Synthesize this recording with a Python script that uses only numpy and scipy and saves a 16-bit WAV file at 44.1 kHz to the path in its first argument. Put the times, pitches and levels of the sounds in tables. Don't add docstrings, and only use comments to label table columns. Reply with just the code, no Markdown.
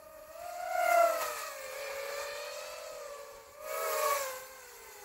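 import sys
import numpy as np
from scipy import signal
from scipy.fft import rfft, irfft, next_fast_len
from scipy.io import wavfile
from scipy.ndimage import uniform_filter1d

SR = 44100
rng = np.random.default_rng(int(sys.argv[2]) if len(sys.argv) > 2 else 0)


def to_linear_factor(level_db):
    exponent = np.asarray(level_db, float) / 20
    return 10 ** exponent


def master(y):
    cut = np.clip(np.atleast_2d(y).T, -1, 1)
    pcm = np.round(cut * 32767)
    wavfile.write(sys.argv[1], SR, pcm.astype(np.int16))


N = 222352
FAST = next_fast_len(N)

# [t/s, nearness as tip hiss level/dB, discs tilted to camera/dB, discs edge-on/dB]
FLIGHT = [(0, -69, 5, -5), (.3, -66, 6.5, 0), (.45, -58, 0, -10), (.68, -56.5, -1, 1.5),
          (.92, -45, 1.5, 8.5), (1.07, -47.5, 0, -0.5), (1.43, -47.5, -3.5, -3), (1.55, -52.5, -0.5, -2),
          (2.0, -53.5, -1, -0.5), (2.35, -52.5, -6, 3.5), (2.7, -53, -6, -17), (3.2, -57.5, -5.5, -6.5),
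          (3.59, -66.5, 3, -6), (3.71, -50.5, 3.5, -2), (3.92, -44.5, 3, -4), (4.15, -41.5, 0, -5),
          (4.5, -57.5, 0.5, -1.5), (5.04, -57.5, 1, -10.5)]
# [t/s, first rotor's favour in high harmonics/dB, depth of the narrow dips/0-1, blade
# load/dB, flying through its own wake/dB]
CHANGES = [(0, 3, 0.7, -6.5, 3), (.55, 12, 1, -7.5, 2), (.9, -4.5, 0.47, -1.5, -1.5), (1.15, -5, 0.7, -7.5, 2),
           (1.5, 1, 0.96, -4.5, -1.5), (1.85, 3, .95, 3, 6), (2.3, 6, 1, 1.5, 3), (2.7, 15, 0.5, -4, 3),
           (3.1, 14, 0.92, -17, 2), (3.55, -2, 0.74, -3.5, 3), (3.75, -17, 0.72, -1, 0.5),
           (4.18, 4, .3, -4.5, 0), (4.42, 2, .96, -8, 0.5), (5.04, 22, 0.96, -4.5, 1)]


def unit(x):
    return x / np.sqrt(np.mean(x ** 2) + 1e-20)


def curves(rows):
    times, *columns = np.transpose(rows)
    t = np.arange(N) / SR
    return np.array([np.interp(t, times, column) for column in columns])


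def swells(rows):
    t = np.arange(N) / SR
    return sum(height * np.exp(-((t - s) / half) ** 2) for s, height, half in rows)


def wobble(rate, count=1):
    knots = rng.standard_normal((count, 2000))[:, :int(rate * N / SR)]
    return signal.resample(knots, FAST, axis=1)[:, :N]


def rush(spectrum, patchy_db):
    z = signal.stft(rng.standard_normal(N + 512), nperseg=512)[2]
    patches = uniform_filter1d(rng.standard_normal(z.shape), 10, axis=0)
    patches = uniform_filter1d(patches, 6, axis=1)
    noise = signal.istft(z * to_linear_factor(patchy_db * unit(patches)), nperseg=512)[1][:N]
    hz, db = np.transpose(spectrum)
    grid = np.fft.rfftfreq(FAST, 1 / SR)
    colour = to_linear_factor(np.interp(np.log(grid + 1), np.log(hz), db, -120, -120))
    return irfft(rfft(noise, FAST) * colour, FAST)[:N]


def blade_phase(speed_hz):
    hunting = 0.002036 * wobble(25, count=4) + 0.0035 * wobble(14, count=4)
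    hz = speed_hz * (1 + hunting)
    return 2 * np.pi * (np.cumsum(hz, axis=1) / SR + rng.random((4, 1)))


def partial(phase, multiple, level_db, rough):
    rate = min(60 + 22 * multiple, 170)
    scatter = 1 + rough * (wobble(rate, count=4) + 1j * wobble(rate, count=4))
    tone = np.imag(scatter * np.exp(1j * multiple * phase))
    tone *= np.sqrt(2 / (1 + 2 * rough ** 2))
    return np.sum(to_linear_factor(level_db) * tone, axis=0)


def share(db):
    return db - 10 * np.log10(np.sum(to_linear_factor(db) ** 2, axis=0))


def rotor_tones(phase, blade_db, bite_db):
    # [multiple of the blade tone, level/dB]
    whine = [(5, -3), (6, 0), (7, 4), (8, -5)]
    # [t/s, swell/dB, half length/s]
    passes = [
        (.2, 8.5, 0.56),
        (1.02, 27, 0.29),
        (4.0, 13.5, 0.36),
    ]
    near_db, tilt_db, edge_db = curves(FLIGHT)
    favour_db, _, load_db, _ = curves(CHANGES)

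    octave_db = blade_db + bite_db + 1.3 * wobble(22, count=4)
    first_only = np.array([[1], [0], [0], [0]])
    lead_db = near_db + share(0.82 * blade_db + 0.85 * octave_db + favour_db * first_only)
    uneven_db = np.array([[0], [0], [9], [0]])
    shaft_db = -82.5 + swells(passes) + share(blade_db + uneven_db)
    whine_db = lead_db - 14 - 1.42 * tilt_db + 0.79 * load_db

    out = partial(phase, 1, blade_db, rough=0.2)
    out += partial(phase, 2, octave_db, rough=0.36)
    out += partial(phase, 3, lead_db + edge_db, rough=0.5)
    out += partial(phase, 4, lead_db + load_db, rough=0.6)
    out += partial(phase, 1 / 2, shaft_db, rough=0.18)
    out += partial(phase, 3 / 2, shaft_db + 5.5, rough=1.0)
    out += partial(phase, 5 / 2, shaft_db - 0.5, rough=0.77)
    for multiple, db in whine:
        out += partial(phase, round(multiple), whine_db + db, rough=0.85)
    return out


def blade_puffs(phase):
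    strength_db = 0.3 * wobble(29.95, count=4)
    return unit(sum(np.exp(0.38 * np.cos(p)) * to_linear_factor(db) for p, db in zip(phase, strength_db)))


def chopped_air(phase):
    # [f/Hz, level/dB per Hz]
    wash_colour = [(250, -47), (450, -9.5), (900, -0.5), (2200, -5.5), (2750, -3.5), (3300, -15.5),
                   (4400, -5), (6000, -18.5)]
    # [f/Hz, level/dB per Hz]
    hiss_colour = [(2500, -38), (3400, -19), (4300, -12.5), (5600, -1), (7600, 4.5), (9400, -7.5),
                   (11300, 5.5), (13000, 0.5), (15000, -3), (15800, 8)]
    # [t/s, swell/dB, half length/s]
    gusts = [
        (1.222, 6.5, 0.01),
        (1.25, 3.5, 0.039),
        (1.39, 2.5, 0.024),
        (2.1, 3, .035),
        (2.21, 4, 0.047),
        (2.6, 2, 0.033),
    ]
    hiss_db, top_db, _ = curves(FLIGHT)
    wake_db = curves(CHANGES)[3]
    gust_db = swells(gusts) + 0.11 * wobble(15)[0] + 0.37 * wobble(45)[0]

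    wash = unit(blade_puffs(phase) * rush(wash_colour, patchy_db=1.5))
    hiss = blade_puffs(phase) * rush(hiss_colour, patchy_db=2.0)
    highpass = signal.butter(4, 9500, "high", fs=SR, output="sos")
    top = signal.sosfiltfilt(highpass, hiss)
    low = hiss - top
    tip_hiss = to_linear_factor(hiss_db - 1.7) * (unit(low) + to_linear_factor(top_db) * unit(top))
    return to_linear_factor(gust_db) * (to_linear_factor(hiss_db + wake_db) * wash + tip_hiss)


def breeze():
    # [f/Hz, level/dB per Hz]
    rumble_colour = [(12, -36), (20, -3.5), (65, -0.5), (125, -10), (195, -11.5), (246, -10.5),
                     (330, -11.5), (430, -4.5), (730, -120)]
    # [t/s, swell/dB, half length/s]
    stronger = [
        (2.22, 2, 0.15),
        (3.36, 3, 0.12),
    ]
    rumble = unit(to_linear_factor(1.24 * wobble(11)[0]) * rush(rumble_colour, patchy_db=2.5))
    return to_linear_factor(-69.5 + swells(stronger)) * rumble


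def scene():
    # [t/s, blade passing f/Hz, blade tone level/dB, bite: first overtone against the tone/dB]
    front_left = [(0, 622, -64.5, -1.5), (.28, 613, -55.5, -4.5), (.51, 672, -52, -17),
                  (.77, 708, -36.5, -8), (1.02, 682, -23.5, -6), (1.19, 660, -40.5, -13.5),
                  (1.36, 630, -66.5, 23), (1.55, 612, -52.5, -6), (2.15, 586, -59, 6.5),
                  (2.82, 656, -51.5, -5.5), (3.15, 573, -51.5, -1), (3.5, 570, -65.5, -3),
                  (3.66, 617.8, -45.5, -5), (3.84, 645, -41.5, 0), (4.05, 600, -35, -6),
                  (4.3, 531, -56, -2), (4.6, 534, -71.5, 10), (5.04, 497, -61.5, -8)]
    front_right = [(0, 630, -57, -21), (0.278, 625, -57, -11), (.45, 695, -45, -15.5),
                   (.83, 741, -36.5, -7), (1.018, 701, -38, -7), (1.202, 632, -47, 3.5),
                   (1.45, 604, -52, 6), (1.681, 544, -51.5, -7.5), (2.0, 553, -41.5, -24),
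                   (2.399, 577, -44.5, -16.5), (2.8, 614, -51, -11), (3.06, 567, -47.5, -18),
                   (3.5, 558, -63, -7), (3.739, 558, -43, -7), (4.131, 560.9, -42, 8.5),
                   (4.33, 513, -44, -6), (4.52, 527, -58.5, -13), (5.04, 405, -60, 0)]
    rear_left = [(0, 606, -58, -6), (0.281, 595.5, -63.5, -5), (0.448, 634, -54, -20),
                 (0.822, 673, -36, -15), (1.019, 649.5, -32.5, -11), (1.199, 601, -44, -11.5),
                 (1.45, 576.7, -57.5, 5), (1.7, 521, -46.5, -23), (1.87, 524.4, -52, -13),
                 (2.121, 481, -51, -27.5), (2.32, 512.6, -55, -20), (2.799, 577.6, -52, -33),
                 (3.099, 518, -55.5, -8), (3.45, 528, -62.5, -6), (3.8, 483.2, -46, -7.5),
                 (4.12, 451.2, -46.5, -2.5), (4.328, 470.7, -76.5, -7), (5.04, 424, -75, 11)]
    rear_right = [(0, 562, -66.5, -11), (0.299, 563.6, -58.5, -6), (0.449, 609, -54.5, 0.5),
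                  (0.719, 643, -46, -25), (0.851, 623.5, -42, -8.5), (1.3, 483.7, -48.5, -3.5),
                  (1.47, 423, -67.5, -23), (1.85, 444, -53.5, -15), (2.3, 448, -55.5, -5),
                  (2.57, 513, -54, -7), (2.902, 512.6, -53.5, -12), (3.15, 455, -57, -14),
                  (3.4, 458.7, -60, -3), (3.581, 432, -74.5, -9.5), (3.9, 426.3, -45.5, -7),
                  (4.049, 452.7, -50.5, 3), (4.25, 433.8, -65.5, 12), (5.04, 395, -63, -25)]
    # [t/s, speed kick/Hz, tone swell/dB, half length/s]
    kicks = [
        [(1.45, 16, 9, 0.04986), (1.63, -15.5, 0, 0.058), (2.21, 10, 6, .05), (2.7, 13, -4, 0.077),
         (4.17, 13, 5, 0.056), (4.69, -17, -9, 0.078)],
        [(.09, 8.5, 1.5, 0.052), (.68, 12.5, -2.5, 0.048), (.94, 5.5, -9, 0.038), (1.36, 0.5, -22, 0.047),
         (1.57, 0, -22, 0.079), (1.79, 16, 3, .06), (3.93, -11.5, 0, 0.095), (4.02, 0, 1.5, 0.055),
         (4.2, 6, 2, 0.0492)],
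        [(.15, 10.5, -2, 0.067), (.58, -9, -9, 0.076), (1.3, 9.5, 5, 0.06), (1.53, -0.5, 3.5, .08),
         (2.72, -8.5, -6, .05), (3.58, -8.5, -13, 0.0708), (4.6, 12, 5, .1)],
        [(.17, 6.5, 6, 0.051), (.26, 0.5, -9, .04), (1.55, 0, -15, 0.028), (2.12, -9, 1, 0.096),
         (3.74, 9.5, 5, 0.053), (3.83, -14, 2, .04), (4.6, -1.5, -6.5, 0.11)],
    ]
    rotors = (front_left, front_right, rear_left, rear_right)
    speed_hz, blade_db, bite_db = np.stack([curves(rows) for rows in rotors], axis=1)
    kick_hz = np.array([swells(np.array(rows)[:, [0, 1, 3]]) for rows in kicks])
    kick_db = np.array([swells(np.array(rows)[:, [0, 2, 3]]) for rows in kicks])

    phase = blade_phase(speed_hz + kick_hz)
    tones = rotor_tones(phase, blade_db + kick_db, bite_db - kick_db / 2)
    return np.tile(tones + chopped_air(phase) + breeze(), (2, 1))


def band_limit(x):
    return signal.sosfilt(signal.butter(12, 15850, fs=SR, output="sos"), x)


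def record(dry):
    # [f/Hz, width/Hz, depth/0-1]
    narrow_dips = [(2863, 227, 0.7), (3875, 210, 0.51), (10740, 1000, 0.22), (13100, 850, 0.6)]
    # [t/s, low f/Hz, high f/Hz]
    flecks = [(.245, 9700, 11000), (1.85, 5200, 6800), (2.13, 6300, 7600), (2.13, 11000, 12400),
              (2.155, 4200, 5500), (2.155, 6900, 9600), (4.45, 5700, 6900), (4.935, 6900, 8200),
              (4.935, 11000, 12400)]
    hz, t, z = signal.stft(dry[0], SR, nperseg=1024)
    shade = np.interp(t, *np.transpose(CHANGES)[[0, 2]])
    flicker = uniform_filter1d(rng.standard_normal(z.shape), size=7, axis=0)
    flicker = unit(uniform_filter1d(flicker, size=3, axis=1))
    dips = sum(depth / (1 + (2 * (hz - centre) / width) ** 4) for centre, width, depth in narrow_dips)
    gain = np.clip(1 - dips[:, None] * (shade + 0.36 * flicker), 0.02, 1)
    heard = z * gain * (hz < 15760)[:, None]
    mono = signal.istft(heard, nperseg=1024)[1][:N]

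    apart = sum(np.outer((lo < hz) & (hz < hi), abs(t - s) < 0.013) for s, lo, hi in flecks)
    late = np.roll(heard, 4, axis=1)
    side = to_linear_factor(-2) * signal.istft(late * apart, nperseg=1024)[1][:N]
    return band_limit(np.array([mono + side, mono - side]))


dry = scene()
out = record(dry)
master(out)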